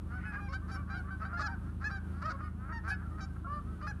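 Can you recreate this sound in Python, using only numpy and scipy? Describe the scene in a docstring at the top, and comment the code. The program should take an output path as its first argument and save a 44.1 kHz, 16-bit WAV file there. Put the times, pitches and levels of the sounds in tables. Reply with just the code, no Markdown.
"""From the start, a distant engine drones under low wind rumble and faint hiss, and far geese murmur.
Then nearer geese call from a farm pond across a field: each voice starts as a creaky grunt or a low
hoot and breaks into a clear, arched honk, ringing in the throat and bill. The bank and woods echo it.
The engine speeds up a little until just past halfway, then slows while the geese keep calling."""
import sys
import numpy as np
from scipy import signal
from scipy.fft import rfft, irfft
from scipy.io import wavfile
from scipy.ndimage import map_coordinates

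SR = 44100
rng = np.random.default_rng(int(sys.argv[2]) if len(sys.argv) > 2 else 0)


def waveform_to_disk(signal):
    """Save audio, clipped to [-1, 1], as 16-bit WAV at the path in sys.argv[1]."""
    frames = np.transpose(np.atleast_2d(signal))
    scaled = np.clip(frames, -1, 1) * 32767
    samples = np.round(scaled).astype(np.int16)
    wavfile.write(sys.argv[1], SR, samples)


N = 176400  # 4 seconds

# tone of the wind and hiss (frequency [Hz], gain [dB])
AIR_TONE = [(20, -25), (45, -3.5), (100, 3), (150, -0.5), (220, -5), (320, -8), (480, -22), (800, -24.5),
            (1300, -22.5), (2000, -36.5), (3000, -39), (5000, -48), (7500, -49), (9500, -43),
            (11500, -47.5), (15000, -65)]
# how fast the engine runs (time [s], speed [cycles/s])
ENGINE_SPEED = [(0.0, 26.0), (2.369, 27), (4.0, 25.5)]
# the engine's tones (multiple of its speed [number], level [dB])
ENGINE_TONES = [(2, -47.5), (3, -42.5), (4, -51.5), (5, -61), (6, -61), (7, -51.5), (8, -62.5), (9, -65.5),
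                (12, -68.5)]
# how the throat and bill shape a note (frequency [Hz], gain [dB])
THROAT_TONE = [(300, -25), (560, -20.5), (820, -11.5), (1020, -5), (1220, 7), (1660, -2.5), (1850, 3),
               (2020, -13), (2480, -22), (2850, -8), (3250, -27), (4000, -22), (4700, -20), (6300, -31.5),
               (7000, -28), (7800, -39), (10200, -29), (11000, -26), (12500, -52), (15000, -66)]
# points where a voice sets its tone: chest, base, middle, nasal twice, treble twice, top (frequency [Hz])
BANDS_HZ = [850, 1100, 1850, 2200, 2700, 3800, 7100, 8500]
# creaky grunts (start [s], length [s], pulse rate [Hz], level [dB], treble [dB])
GRUNTS = [(0.077, 0.086, 238, -55, -15), (0.18, 0.12, 214.7, -59, -10), (0.299, 0.067, 239, -50, -13),
          (.375, 0.033, 293.6, -51, -16), (0.519, 0.027, 259, -47, -1.5), (0.674, 0.046, 219, -49.5, -5),
          (0.739, 0.034, 258, -49.5, -12), (0.871, 0.077, 215.8, -50, -12), (1.067, 0.042, 216.8, -53, -28),
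          (1.186, 0.083, 220, -47, -15), (1.272, 0.084, 198.2, -51, -22),
          (1.375, 0.061, 284.5, -41.5, -2.5), (1.604, 0.11, 267.5, -59.5, -13),
          (1.799, 0.051, 270, -48.5, -10.5), (1.889, 0.032, 272.2, -47.5, -8),
          (2.094, 0.14, 277, -56.5, -9.5), (2.214, 0.024, 336, -43.5, -6), (2.235, 0.099, 316.2, -46.5, -8),
          (2.385, 0.038, 279, -50, -21), (2.562, .15, 262, -54.5, -30), (2.678, 0.063, 323.3, -46.5, -29),
          (2.83, 0.072, 221, -44.5, -13), (2.964, 0.076, 230.7, -58, -24),
          (3.173, 0.0407, 216.2, -51, -12.5), (3.355, 0.022, 266.4, -55, -37),
          (3.805, 0.023, 258, -49.5, -12), (3.863, 0.02, 285.6, -45, -6)]
# how the throat shapes a grunt (frequency [Hz], gain [dB])
GRUNT_TONE = [(200, -25), (600, -14), (900, -13.5), (1320, 5), (1650, -5), (2100, -17.5), (3100, -29),
              (4600, -16), (6500, -30), (8200, -33.5), (11000, -57), (15000, -60)]
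# clear, high honks (start [s], length [s], pitch [Hz], opening rise [share of pitch],
# final fall [share of pitch], level before the throat [dB], chest [dB], nasal [dB], treble [dB],
# top [dB], bill resonance [Hz])
HONKS = [(.12, 0.087, 751, 0.079, 0.019, -45.5, 1.5, -5, -12, -6, 4350),
         (.235, 0.076, 750, 0.03, 0.11, -46.5, -24, 3, -22, -10, 4400),
         (.25, 0.0886, 848, 0, 0.047, -45.5, -2, 8, -10.5, 3.5, 4970),
         (.332, 0.054, 819, 0.017, 0.027, -36, -10, 2, -19, -21, 4800),
         (.4, 0.099, 807.5, 0.0035, 0.071, -49.5, 4.5, 14, -2.5, -4, 5100),
         (.533, 0.05, 779, 0.062, 0.02, -39, -3.5, -1, 4.5, 1.5, 3540),
         (.71, 0.076, 784, 0.0081, 0.11, -44, 3, 3, 8.5, 9.5, 5900),
         (.897, 0.11, 795, 0.014, 0.12, -42, 0.5, 3, -0.5, -15, 4250),
         (.937, 0.088, 738.4, 0.062, 0.059, -45.5, 3, -3, -6, -5, 4240),
         (1.105, 0.062, 771, 0.0018, .03, -41.5, -4, -6.5, -8.5, -9, 4040),
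         (1.245, 0.049, 786, 0.095, 0, -45, 4, 0, -0.5, -10, 4100),
         (1.328, 0.082, 702, 0.034, 0.021, -42.5, 5, -11, -9.5, -16, 4350),
         (1.37, 0.031, 865, 0.04, 0.027, -41.5, 0, -8, 6, -10, 4800),
         (1.416, 0.075, 845.4, 0.0016, 0.24, -36, -0.5, -1, 2, -12, 4770),
         (1.478, 0.082, 790, 0.036, 0.12, -42, 3.5, -5, -8, -8, 4900),
         (1.48, 0.054, 932, 0.016, .01, -63.5, 37, -4, 2, -10, 4600),
         (1.84, 0.061, 866, 0.061, 0.11, -32, -13.5, 0, -0.5, -14, 5500),
         (1.905, 0.093, 787, 0, 0.09, -42, 1.5, -2, 2, -7, 4460),
         (2.298, 0.032, 733, 0.023, 0.31, -40, 2, -1, -1, -13, 5000),
         (2.435, 0.063, 734, 0.0094, 0.19, -57, 4, 7, -6, 11, 4440),
         (2.72, 0.086, 927, 0.0091, 0.12, -48, 11, 1, 5.5, -22, 5200),
         (2.873, 0.068, 785, 0.015, 0.057, -38, -0.5, -1, -3, 6, 5530),
         (2.902, 0.049, 847.5, 0.052, 0.022, -32.5, -10, 6.5, -9, -7, 4940),
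         (2.895, 0.07, 763.6, 0.027, 0.12, -44, 0.5, 1, 5, -8, 4500),
         (3.203, 0.064, 776, 0, 0, -47.5, 4, 6.5, 15, 0, 5560),
         (3.443, 0.038, 699, 0.061, 0.27, -49.5, 10.5, -30, -22, -10, 4570),
         (3.59, 0.018, 666, 0, 0.52, -48, 2, -30, -25, -12, 4600),
         (3.872, 0.057, 843, 0, 0.21, -38.5, -0.5, 4, 3, -0.5, 5500)]
# hoarse rasps where a voice breaks (time [s], half width [s], level [dB], resonance [Hz])
RASPS = [(.23, 0.054, -58, 1920), (.34, .025, -54, 1820), (.542, 0.013, -57, 4660),
         (1.418, 0.013, -53, 4650), (1.844, 0.0045, -61, 4700), (2.31, .014, -55, 4700),
         (2.902, 0.011, -55.5, 4750), (3.217, .01, -64, 5100)]
# low hoots (start [s], length [s], pitch [Hz], opening rise [share of pitch],
# final fall [share of pitch], level before the throat [dB], chest [dB], nasal [dB], treble [dB])
HOOTS = [(0.355, 0.057, 608, 0.14, 0, -49.5, 4, 7, -17), (0.483, 0.062, 550.7, 0.074, 0, -48, 12, 2.5, -1),
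         (.755, 0.073, 585.7, 0.067, 0.05, -50.5, 7, 4, -27),
         (1.213, 0.042, 651.6, 0, 0.052, -39, 0, -9, -12),
         (1.393, 0.037, 629.5, 0.027, 0.0077, -36.5, 3.5, -18, -3),
         (1.432, 0.05, 679, 0, 0.19, -37, -5, -27, -22),
         (2.229, 0.083, 646, 0.16, 0.079, -39, 6.5, -3, -6.5),
         (2.301, 0.071, 554, 0.085, 0.0056, -47, 12, -6, -13),
         (2.404, 0.092, 620, 0.032, 0.054, -47.5, -2, -2, -9),
         (3.028, 0.068, 689, 0.028, 0.063, -50.5, -3, -16, -30),
         (3.466, 0.143, 594, .085, 0.032, -41, 2.5, -15, -21),
         (3.821, 0.062, 616, 0.081, 0, -45, 7.5, 1.5, -1)]
# a goose pushes harder and its overtones flare (time [s], half width [s], boost [dB])
ACCENTS = [(1.472, 0.011, 14), (2.26, 0.0071, 13.5), (2.905, 0.012, 3.5), (3.55, .04, 10)]
# the dull tone of the echo (frequency [Hz], gain [dB])
ECHO_TONE = [(300, 0), (1800, 0), (3000, -10), (9000, -18)]

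BILL_HZ = 4560  # bill resonance for the hoots
NEAR_DB = -43.5  # peak level of a near call


def undb(db):
    """Turn decibels into a gain to multiply by."""
    return 10 ** (np.asarray(db) / 20)


def colour(hz, points):
    """Read the gain of a (frequency [Hz], gain [dB]) curve at the given frequencies."""
    freqs, db = np.array(points, float).T
    return undb(np.interp(np.log(np.maximum(hz, 1)), np.log(freqs), db))


def noise(points):
    """Noise with the given tone curve and a spread of 1."""
    freqs = np.arange(N // 2 + 1) * SR / N
    x = irfft(rfft(rng.standard_normal(N)) * colour(freqs, points), N)
    return x / x.std()


def wander(rate_hz, size):
    """Smooth random drift with a spread near 1."""
    at = np.arange(size) * rate_hz / SR
    return map_coordinates(rng.standard_normal(4096), [at], order=3, mode="wrap")


def ramp(x):
    """Smooth step from 0 to 1."""
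    return np.sin(np.pi / 2 * np.clip(x, 0, 1)) ** 2


def swell(t, when, width):
    """Bell-shaped rise and fall around a point."""
    return np.exp(-((t - when) / width) ** 2)


def add(out, start, x):
    """Mix a sound in at its start time."""
    i = max(int(start * SR), 0)
    out[i:i + len(x)] += x[:max(len(out) - i, 0)]


def wind(level_db=-47):
    """Soft wind rumble and hiss, gently uneven."""
    return noise(AIR_TONE) * undb(level_db + 0.43 * wander(2.24, N) + 1.04 * wander(11, N))


def engine():
    """The low tones of a distant engine, each wavering on its way across the field."""
    times, speeds = np.array(ENGINE_SPEED).T
    cycles = np.cumsum(np.interp(np.arange(N) / SR, times, speeds)) / SR
    out = np.zeros(N)
    for k, db in ENGINE_TONES:
        gain = np.sqrt(2) * undb(db + 0.5 * np.sqrt(k) * wander(5.5, N))
        phase = 2 * np.pi * (k * cycles + rng.random())
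        out += gain * np.sin(phase + 0.026 * k * wander(5.5, N))
    return out


def goose_note(length, hz, rise, fall, jitter, band_db, bill_hz, start=0, harmonics=18):
    """One arched note, rough at the voice break, then clean; high overtones come last and leave first."""
    t = np.arange(int(length * SR)) / SR
    progress = t / length
    rise_end, fall_start = 0.626, 0.506  # shares of the length
    rising = rise * np.clip(1 - progress / rise_end, 0, 1) ** 2
    falling = fall * np.clip((progress - fall_start) / (1 - fall_start), 0, 1) ** 2
    pitch = hz * (1 - rising - falling)
    rough = (jitter + 0.03 * np.exp(-t / 0.008)) * wander(907, len(t))
    waver = 0.0034 * wander(80.6, len(t))
    phase = 2 * np.pi * np.cumsum(pitch * (1 + rough + waver)) / SR
    accent_db = sum(db * swell(start + t, when, width) for when, width, db in ACCENTS)
    # fade in, fade out and accent, for the low and the high harmonics
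    body = ramp(t / 0.0042) * ramp((length - t) / 0.02) * undb(0.22 * accent_db)
    bright = ramp(t / 0.0093) * ramp((length - t) / 0.033) * undb(accent_db)
    out = 0
    for k in range(1, harmonics + 1):
        shimmer_db = 1.9 * np.sqrt(k / 2) * wander(54, len(t))
        db = np.interp(k * hz, BANDS_HZ, band_db) + shimmer_db
        loudness = body
        if k * hz > BANDS_HZ[4]:  # high overtones weaken away from the bill's resonance
            octaves_away = np.log2(k * pitch / bill_hz)
            db -= 9.5 * (1 - swell(octaves_away, 0, 0.4))
            loudness = bright
        out += colour(k * pitch, THROAT_TONE) * undb(db) * loudness * np.sin(k * phase)
    # strong and weak cycles take turns
    return out * (1 + 0.015 * wander(51, len(t)) * np.sin(phase / 2))


def far_flock(calls_per_s=26, middle_hz=672.3):
    """Many faint calls from the far side of the pond, their high overtones lost on the way."""
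    out = np.zeros(N)
    total = int(calls_per_s * N / SR)
    band_db = np.interp(BANDS_HZ, BANDS_HZ[:4], [7, 6, -4.5, -6])
    for i, (late, long, high, faint) in enumerate(rng.random((total, 4))):
        hz = middle_hz * 2 ** (0.7 * (high - 0.5))
        call = goose_note(0.061 + 0.094 * long, hz, rise=0.0586, fall=0.052, jitter=0.012,
                          band_db=band_db, bill_hz=BILL_HZ, harmonics=3)
        add(out, (i + late) / calls_per_s, undb(-62.5 - 19.8 * faint) * call)
    return out


def grunts():
    """Slow pulses ring the throat; they quicken and grow uneven as the voice nears its break."""
    out = np.zeros(N)
    for start, length, hz, db, treble_db in GRUNTS:
        n = int(length * SR)
        t = np.arange(n) / SR
        progress = t / length
        pulse_hz = hz * (1 + 0.17 * (progress - 0.5) + 0.036 * progress * wander(350, n))
        cycles = np.cumsum(pulse_hz) / SR + 0.5
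        pulses = np.diff(np.floor(cycles), prepend=0) * undb(1.9 * wander(312, n))
        breath = 0.016 * rng.standard_normal(n) * np.exp(-(cycles % 1) / 3.4)
        loudness = np.sqrt(ramp(progress / 0.72)) * ramp((length - t) / 0.014)
        freqs = np.fft.rfftfreq(2 * n, 1 / SR)
        gain = colour(freqs, GRUNT_TONE) * undb(treble_db * ramp((freqs - 2200) / 1500))
        # build a filter that rings after each pulse, never before it
        log_gain = np.log(np.r_[gain, gain[-2:0:-1]])
        throat = np.exp(np.conj(signal.hilbert(log_gain)))[:n + 1]
        grunt = irfft(rfft((pulses + breath) * loudness, 2 * n) * throat)
        add(out, start, undb(db) * grunt / np.sqrt(2 * np.mean(grunt ** 2)))
    return out


def goose_calls(table, jitter, middle_db):
    """Honks or hoots, each with its own tone: the direct sound, and the sound sent to the banks."""
    direct, to_banks = np.zeros((2, N))
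    for start, length, hz, rise, fall, db, chest, nasal, treble, top, bill_hz in table:
        band_db = [chest, 0, middle_db, nasal, nasal, treble, treble, top]
        call = undb(db) * goose_note(length, hz, rise, fall, jitter, band_db, bill_hz, start)
        add(direct, start, call)
        # fainter calls are farther off, so more of their sound is echo
        add(to_banks, start, call * np.sqrt(undb(NEAR_DB) / np.abs(call).max()))
    return np.array([direct, to_banks])


def rasps(side_db=-31.5):
    """Rough, fluttering bursts in one resonance of the throat or bill."""
    t = np.arange(N) / SR
    out = np.zeros(N)
    for when, width, db, hz in RASPS:
        tone = [(hz / 2, side_db), (hz, 0), (hz * 2, side_db), (SR / 2, 2 * side_db)]
        out += undb(db) * swell(t, when, width) * noise(tone)
    return out * undb(2 * wander(300, N))


def echo(sound, level_db=-18, fade_s=0.38):
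    """The bank and the woods send back a thin, dull tail."""
    t = np.arange(N) / SR
    tail = noise(ECHO_TONE) * undb(-60 * t / fade_s) * ramp(t / 0.015)
    tail /= np.sqrt(np.sum(tail ** 2))
    return undb(level_db) * signal.fftconvolve(sound, tail)[:N]


def scene():
    """Geese and their echo over the wind and the engine."""
    honks = goose_calls(HONKS, jitter=0.0023, middle_db=0)
    hoot_rows = [(*row, -15.5, BILL_HZ) for row in HOOTS]  # add (top [dB], bill resonance [Hz])
    hoots = goose_calls(hoot_rows, jitter=0.01, middle_db=-18)
    direct, to_banks = honks + hoots
    chatter = grunts() + rasps() + far_flock()
    return (direct + chatter + echo(to_banks + chatter) + engine() + wind())[None]


def record(dry, top_hz=15100):
    """A steep filter cuts off the highest treble."""
    return signal.sosfilt(signal.ellip(8, 0.2, 70, top_hz, fs=SR, output="sos"), dry)


dry = scene()
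out = record(dry)
waveform_to_disk(out)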